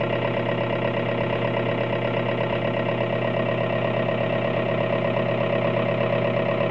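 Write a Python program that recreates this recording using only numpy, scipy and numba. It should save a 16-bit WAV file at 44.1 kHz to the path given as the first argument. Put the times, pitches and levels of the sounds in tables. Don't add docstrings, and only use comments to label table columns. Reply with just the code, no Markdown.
import sys
import numpy as np
from scipy import signal
from scipy.fft import rfft, irfft
from scipy.io import wavfile
from scipy.ndimage import uniform_filter1d
from numba import njit

SR = 44100
rng = np.random.default_rng(int(sys.argv[2]) if len(sys.argv) > 2 else 0)


def persist_wave(psi):
    counts = np.round(np.clip(psi, -1, 1) * 32767).astype(np.int16)
    wavfile.write(sys.argv[1], SR, np.atleast_2d(counts).T)


N = 295470


def undb(db):
    return 10 ** (np.asarray(db) / 20)


def band(x, lo_hz, hi_hz, order=3):
    return signal.sosfilt(signal.butter(order, [lo_hz, hi_hz], "band", fs=SR, output="sos"), x)


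def unit_rms(x):
    return x / np.sqrt(np.mean(x ** 2))


def drift(rate_hz):
    hold = int(SR / rate_hz)
    steps = np.repeat(rng.standard_normal(N // hold + 1), hold)
    return 1.8 * uniform_filter1d(uniform_filter1d(steps, hold), hold)[:N]


@njit
def ring_modes(length, onsets, strength, pole, rise_samples):
    out = np.zeros(length)
    for m in range(len(pole)):
        tail, attack, blow = 0j, 0j, 0
        attack_pole = pole[m] - 1 / rise_samples[m]
        tail_step, attack_step = np.exp(pole[m]), np.exp(attack_pole)
        for i in range(length):
            tail, attack = tail * tail_step, attack * attack_step + 1e-18
            if blow < len(onsets) and i >= onsets[blow]:
                tail += strength[blow, m] * np.exp(pole[m] * (i - onsets[blow]))
                attack += strength[blow, m] * np.exp(attack_pole * (i - onsets[blow]))
                blow += 1
            out[i] += tail.imag - attack.imag
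    return out


def hand_rumble():
    # time_s, level_db
    grip = [(0, -54), (1.7, -55.5), (3.0, -58), (6.7, -60)]
    # peak_s, level_db
    bumps = [(0.236, -40), (.59, -46), (.81, -45), (.99, -49), (1.225, -34), (1.38, -43), (1.57, -49),
             (1.7, -42), (2.25, -46), (2.54, -38), (2.77, -49), (2.9, -52), (4.09, -49), (4.33, -50),
             (6.03, -47)]
    rise_db_per_s, fall_db_per_s = 349, 295
    t = np.arange(N) / SR
    rumble = unit_rms(band(rng.standard_normal(N), 45, 130, order=2))
    thud = unit_rms(band(rng.standard_normal(N), 100, 330, order=2))
    rumble_db = np.interp(t, *np.transpose(grip))
    for peak_s, level_db in bumps:
        below_peak_db = np.maximum(rise_db_per_s * (peak_s - t), fall_db_per_s * (t - peak_s))
        rumble_db = np.maximum(rumble_db, level_db - below_peak_db)
    thud_db = -49 + 0.87 * (rumble_db + 45)
    return undb(rumble_db) * rumble + undb(thud_db) * thud


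def fan_and_pump():
    # frequency_hz, density_db (power per Hz)
    spectrum = [(30, -79.5), (55, -90.5), (85, -66.5), (170, -69), (450, -62), (760, -75), (1050, -70.5),
                (1400, -79.5), (2000, -77), (2700, -73), (3800, -88), (4500, -103), (5400, -110)]
    hz, density_db = np.transpose(spectrum)
    bins_hz = np.maximum(np.arange(N // 2 + 1) * SR / N, 1)
    colour_db = np.interp(np.log(bins_hz), np.log(hz), density_db, left=-100, right=-140)
    colour = undb(colour_db) * np.sqrt(SR / 2)
    rush = irfft(rfft(rng.standard_normal(N)) * colour, N)
    return rush * undb(drift(rate_hz=13))


def motor_hum():
    # pitch_hz, rms_db
    tones = [(120.0, -32), (162.5, -50), (240.1, -43.5), (6223, -90.5)]
    t = np.arange(N) / SR
    hum = 0
    for pitch_hz, rms_db in tones:
        amplitude = np.sqrt(2) * undb(rms_db + 0.39 * drift(rate_hz=4.1))
        hum = hum + amplitude * np.sin(2 * np.pi * (pitch_hz * t + rng.random()))
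    return hum


def injectors():
    # pitch_hz, t60_s, rise_s, strike_db for injectors 1-4,
    # change_db at the left tubes, change_db at the right tubes
    cabinet = [(157.5, 0.11, 0.00038, -24.5, -42.5, -51, -33, 1, 2.5),
               (164.4, 0.29, 0.0017, -37, -29.5, -33.5, -35, 2.5, 2.5),
               (210.87, 0.246, 0.0019, -26, -30, -23.5, -34.5, 0, 1),
               (212.65, 0.11, 0.00019, -35.5, -18, -13, -45.5, 0.5, 0.66),
               (220, 0.025, 0.00054, -37, -18, -8, -28, -1.6, -1.5),
               (264.1, 0.66, 0.00053, -39, -45, -32.5, -45.5, -2, -2.5),
               (309.8, 0.6, 0.011, -28, -39.5, -35.5, -34, -6.5, -7.5),
               (338.7, 0.18, 0.0028, -31, -28.5, -38.5, -37, 4, 4.5),
               (336.9, 0.077, 0.009, -24.5, -39, -12.5, -16.5, -0.2, 1.0),
               (359.9, 0.63, 0.00086, -33.5, -30.5, -33.5, -43, 0, 1.5),
               (359.3, 0.13, 0.00033, -32, -35.5, -49, -29.5, 2, 2.5),
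               (427, 0.09, 0.0002, -38.5, -46, -41, -58.5, 5.5, 7.5),
               (471.7, 0.087, 0.00062, -18.5, -38, -24.5, -22, -13.5, -11.5),
               (475.3, 0.2, 0.00048, -25, -25, -28.5, -41.5, -2.5, -0.8),
               (509, 0.2, 0.00017, -19.5, -35, -42.5, -38.5, -4, 0.5),
               (512.8, 0.077, 0.0017, -12.5, -20.5, -44.5, -43.5, -1, -2),
               (565.5, 0.38, 0.00011, -25, -30.5, -50.5, -60, -0.5, 3.5),
               (605.6, 0.28, 0.00038, -31, -30, -36, -32.5, 6.5, 5.5),
               (606.4, 0.064, 0.0057, -25, -16.5, -32, -15, 5.5, 4.5),
               (619.2, 0.054, 0.0053, -20, -18, -17, -41.5, 6, 6.5),
               (645.3, 0.03, 0.0011, -20.5, -12, -13.5, -36.5, 4.5, 3),
               (665, 0.067, 0.0006, -16, -34.5, -26, -38, 3.5, 1.2),
               (684.6, 0.059, 0.0063, -34.5, -37.5, -22, -10.5, 2, -1),
               (688.3, 0.17, 0.0012, -42, -24.5, -32, -31, 0.5, -4.5),
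               (722.5, 1, 0.00033, -47.5, -38.5, -45, -59, 4.5, 3),
               (640.4, 0.25, 0.002, -38.5, -40, -44.5, -44.5, 4.5, 7)]
    hood = [(803.7, 0.33, 0.0004, -58, -64, -51, -57.5, 5, 8.5),
            (857.5, 0.042, 0.0009, -27.5, -35.5, -47.5, -27.5, 5.5, 9.5),
            (855, 0.048, 0.0019, -24.5, -51, -32.5, -25.5, 4, 8.5),
            (862.4, 0.055, 0.0003, -27, -45.5, -23.5, -27, -1.5, -2.5),
            (890, 0.025, 0.00057, -46.5, -25, -23.5, -27.5, -4.5, -3),
            (962.4, 0.14, 0.0013, -28, -35, -49.5, -35.5, 5.5, 11.5),
            (965, 0.083, 0.00016, -16.5, -33.5, -33.5, -28, 1, 2),
            (1017, 0.26, 0.00046, -31, -45.5, -41, -48.5, 0.5, 3),
            (1041, 0.25, 0.0012, -52, -40, -37, -38, 1.2, 0),
            (1077.6, 0.038, 0.00032, -27.5, -29.5, -29, -46, 7, 11.5),
            (1089.6, 0.025, 0.0026, -26, -31.5, -24.5, -42, 7.5, 16),
            (1119, 0.074, 0.013, -32, -49, -36.5, -41.5, 5.5, 12),
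            (1192.8, 0.057, 0.0043, -47, -40.5, -29, -34, 7.5, 5.5),
            (1193.0, 0.055, 0.0041, -42, -49.5, -33, -41, 10, 11.5),
            (1279, 0.13, 0.0002, -50.5, -59, -44, -46, 1.5, 7),
            (1352.2, 0.36, 0.0002, -47, -35.5, -37.5, -38, -0.5, -0.5),
            (1382, 0.51, 0.00042, -47.5, -29, -50, -57, -7, -10.5),
            (1422.5, 0.28, 0.015, -50.5, -48.5, -40.5, -58, 3, 5),
            (1530, 0.013, 0.0003, -40, -29, -40.5, -41, -4.5, -8),
            (1586, 0.15, 0.001, -56.5, -55, -50.5, -47.5, -4, -4.5),
            (1058, 0.1, 0.003, -40, -46.5, -50.5, -52, 2, 5)]
    rail = [(1713, 0.035, 0.0015, -40.5, -40.5, -49.5, -44.5, -7.5, 7.5),
            (1804, 0.055, 0.0016, -50.5, -35, -50, -35, -12, 1),
            (1827, 0.33, 0.0002, -55.5, -61, -49, -62.5, 10, 4.5),
            (1873.4, 0.46, 0.00065, -45, -38.5, -44, -58, 4.5, 1.5),
            (1910, 0.056, 0.0017, -33.5, -23, -51.5, -25.5, 2.5, -2.5),
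            (1924.5, 0.052, 0.0067, -20, -22.5, -30, -20, 0, -3),
            (1994, 0.057, 0.00023, -29.5, -34.5, -36, -46, -18, 5.5),
            (2028, 0.031, 0.00057, -24.5, -27.5, -27, -28.5, -1.8, 1),
            (2058, 0.16, 0.00019, -37.5, -47, -51, -33.5, -2, 0),
            (2130, 0.24, 0.00066, -45.5, -64, -51, -40, -5, 8.5),
            (2247, 0.057, 0.0026, -35, -31, -34, -44, -5.5, -5.5),
            (2313.6, 0.17, 0.0011, -38, -49.5, -37, -36, 1.4, 2),
            (2327, 0.042, 0.0041, -27, -37, -28.5, -28.5, 2, 3),
            (2457, 0.12, 0.0023, -36, -46.5, -49.5, -45, -12, -3.5),
            (2501, 0.068, 0.003, -46.5, -44, -34.5, -62, 7, 4),
            (2503, 0.021, 0.0041, -31, -44.5, -27.5, -41.5, 13, 10),
            (2538, 0.032, 0.0041, -35.5, -36.5, -30, -43, 8, 10),
            (2604, 0.083, 0.0018, -35.5, -36.5, -46, -47, -3.0, 3),
            (2664.7, 0.085, 0.0079, -44.5, -39, -49.5, -23.5, 6.5, -3.5),
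            (2669.1, 0.063, 0.0077, -22.5, -32, -38.5, -21.5, 1, -0.5),
            (2760, 0.29, 0.0021, -62.5, -45.5, -49, -42, 2.5, -5),
            (2844, 0.22, 0.00057, -35.5, -50.5, -43.5, -39.5, -1.7, -5.5),
            (2885.4, 0.12, 0.00022, -38, -42.5, -44, -41, -2.5, -12.5),
            (2873, 0.018, 0.00045, -46, -25.5, -36.5, -61.5, -1, -0.5),
            (3023, 0.039, 0.0042, -44.5, -33.5, -35, -57.5, 5.5, 7.5),
            (3031, 0.072, 0.002, -45, -37.5, -45, -40.5, 2, 3.5),
            (3257, 0.016, 0.0025, -50.5, -53, -34, -44.5, 5, 4.5),
            (3274, 0.25, 0.00054, -65.5, -45.5, -62, -48.5, -6.5, -1.5),
            (3390, 0.015, 0.00031, -40.5, -63, -45.5, -34.5, -6, -8.5),
            (3464, 0.08, 0.0002, -55, -53, -59.5, -56.5, 2, 3.5),
            (2685, 0.04, 0.002, -45, -44.5, -58, -56.5, 5, 12.5)]
    nozzles = [(3520, 0.04, 0.022, -51, -49, -44, -46.5, 5, -3),
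               (3630, 0.02, 0.00018, -50.5, -87, -60.5, -60, 9, 5.5),
               (3686, 0.049, 0.018, -60.5, -63, -45.5, -57, 12, 9),
               (3858, 0.067, 0.0002, -64, -48.0, -52, -65, -4.5, -1.5),
               (3960, 0.053, 0.015, -72, -69.5, -50, -52.5, -5, 14),
               (4010, 0.044, 0.0049, -55, -54.5, -61, -60, 3.5, 6),
               (4220, 0.042, 0.003, -54, -79, -86, -63.5, -1.5, 6),
               (4350, 0.055, 0.0074, -62.5, -63, -69, -70.5, 6, 8),
               (4490, 0.05, 0.0048, -65, -85.5, -60.5, -77.5, 1, 7),
               (4500, 0.07, 0.0028, -63, -63.5, -71, -70.5, 5.5, -1.5),
               (4660, 0.075, 0.0127, -64, -73.5, -69, -60.5, -8.5, 2),
               (4850, 0.015, 0.00065, -60.5, -45.5, -76, -76, -5, -3),
               (4940, 0.066, 0.01, -68, -63.5, -70, -69.5, 3.5, 7),
               (5010, 0.015, 0.00046, -52.5, -65, -61, -58, -1.5, -1),
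               (5160, 0.06, 0.001, -74.5, -61, -67.5, -66.5, -3, -0.5),
               (5200, 0.017, 0.00037, -59, -56.5, -63, -58, -0.5, 2.5),
               (5216.2, 0.02, 0.0022, -47, -74, -70.5, -57, -3.5, -1),
               (5334, 0.069, 0.013, -52.5, -57, -63, -65, -2.5, -1.5)]
    # low_hz, high_hz, lag_s, jolt_db for injectors 1-4
    responses = [(113.6, 858, 0.004879, -10.5, -4.7, -10.8, -4.0),
                 (709.1, 1815, 0.00255, -3.9, -0.8, -3.7, -7.1),
                 (1500.0, 3850, 0.0096, -30.0, -16.8, -9.4, -14.3),
                 (3181.8, 6160, 0.007984, -30.0, -12.7, -8.2, -2.0)]
    left_balance = [(-0.3, -.3, -0.2, -1.1), (-2, 0.57, 0.3, -0.8), (-0.6, -0.041, 0.5, -1.2),
                    (-0.5, -1.2, 2, 0.5)]
    right_balance = [(.1, 0.72, 0.9, 0.37), (.1, 0.082, -1, -0.31), (1, .3, 0.8, -0.98), (.3, -1.6, 1, .1)]
    # gain_db, and blow-to-blow scatter_db of its modes
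    part_gain_db = (0.54, .9, 1.1, 2.2)
    scatter_db = (.3, .9, .8, 1.2)
    # time_s, place (0 gauge, 1 left tubes, 2 right tubes)
    path = [(0, 0.012), (2.3, 0), (2.7, 0.14), (3.2, 0.71), (4.0, 1.07), (4.8, 1.38), (5.6, 1.61),
            (6.7, 1.67)]
    starts_s = (.0050, .0330, .0621, .0942)
    cycle_s, lead_cycles = 5289.2 / SR, 4
    jitter_s, force_spread_db = 7e-6, .4

    lead = int(lead_cycles * cycle_s * SR)
    cycles = np.arange(-lead_cycles, N / SR / cycle_s)
    beat_s = (cycles[:, None] * cycle_s + starts_s).ravel()
    lateness, force = rng.standard_normal((len(beat_s), 2)).T
    fire_s = beat_s + jitter_s * lateness
    injector = np.arange(len(fire_s)) % 4
    place = np.interp(fire_s, *np.transpose(path))[:, None]
    at_left, at_right = 1 - abs(place - 1), np.clip(place - 1, 0, 1)
    bench = 0
    for part, modes in enumerate((cabinet, hood, rail, nozzles)):
        pitch_hz, t60_s, rise_s, *strike_db, left_db, right_db = np.transpose(modes)
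        low_hz, high_hz, lag_s, *jolt_db = responses[part]
        snap_db = part_gain_db[part] + np.array(strike_db)[injector] + force_spread_db * force[:, None]
        snap_db += at_left * (left_db + np.array(left_balance[part])[injector, None])
        snap_db += at_right * (right_db + np.array(right_balance[part])[injector, None])
        second_db = snap_db + np.array(jolt_db)[injector, None]
        onsets = np.stack([fire_s, fire_s + lag_s], axis=1).ravel() * SR + lead
        blow_db = np.stack([snap_db, second_db], axis=1).reshape(len(onsets), -1)
        blow_db += scatter_db[part] * rng.standard_normal(blow_db.shape)
        polarity = (-1.) ** np.arange(len(modes))
        pole = (2j * np.pi * pitch_hz - np.log(1000) / t60_s) / SR
        ringing = ring_modes(N + lead, onsets, polarity * undb(blow_db), pole, rise_s * SR)
        bench = bench + band(ringing, low_hz, high_hz)[lead:]
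    return bench


def scene():
    return (injectors() + motor_hum() + fan_and_pump() + hand_rumble())[None]


def record(dry):
    rolloff_hz, cutoff_hz, dc_offset = 7770, 8830, -0.0068
    hiss = undb(-63) * unit_rms(rng.standard_normal(N))
    softened = signal.sosfilt(signal.butter(18, rolloff_hz, fs=SR, output="sos"), dry + hiss)
    return signal.sosfilt(signal.ellip(10, .2, 90, cutoff_hz, fs=SR, output="sos"), softened + dc_offset)


dry = scene()
out = record(dry)
persist_wave(out)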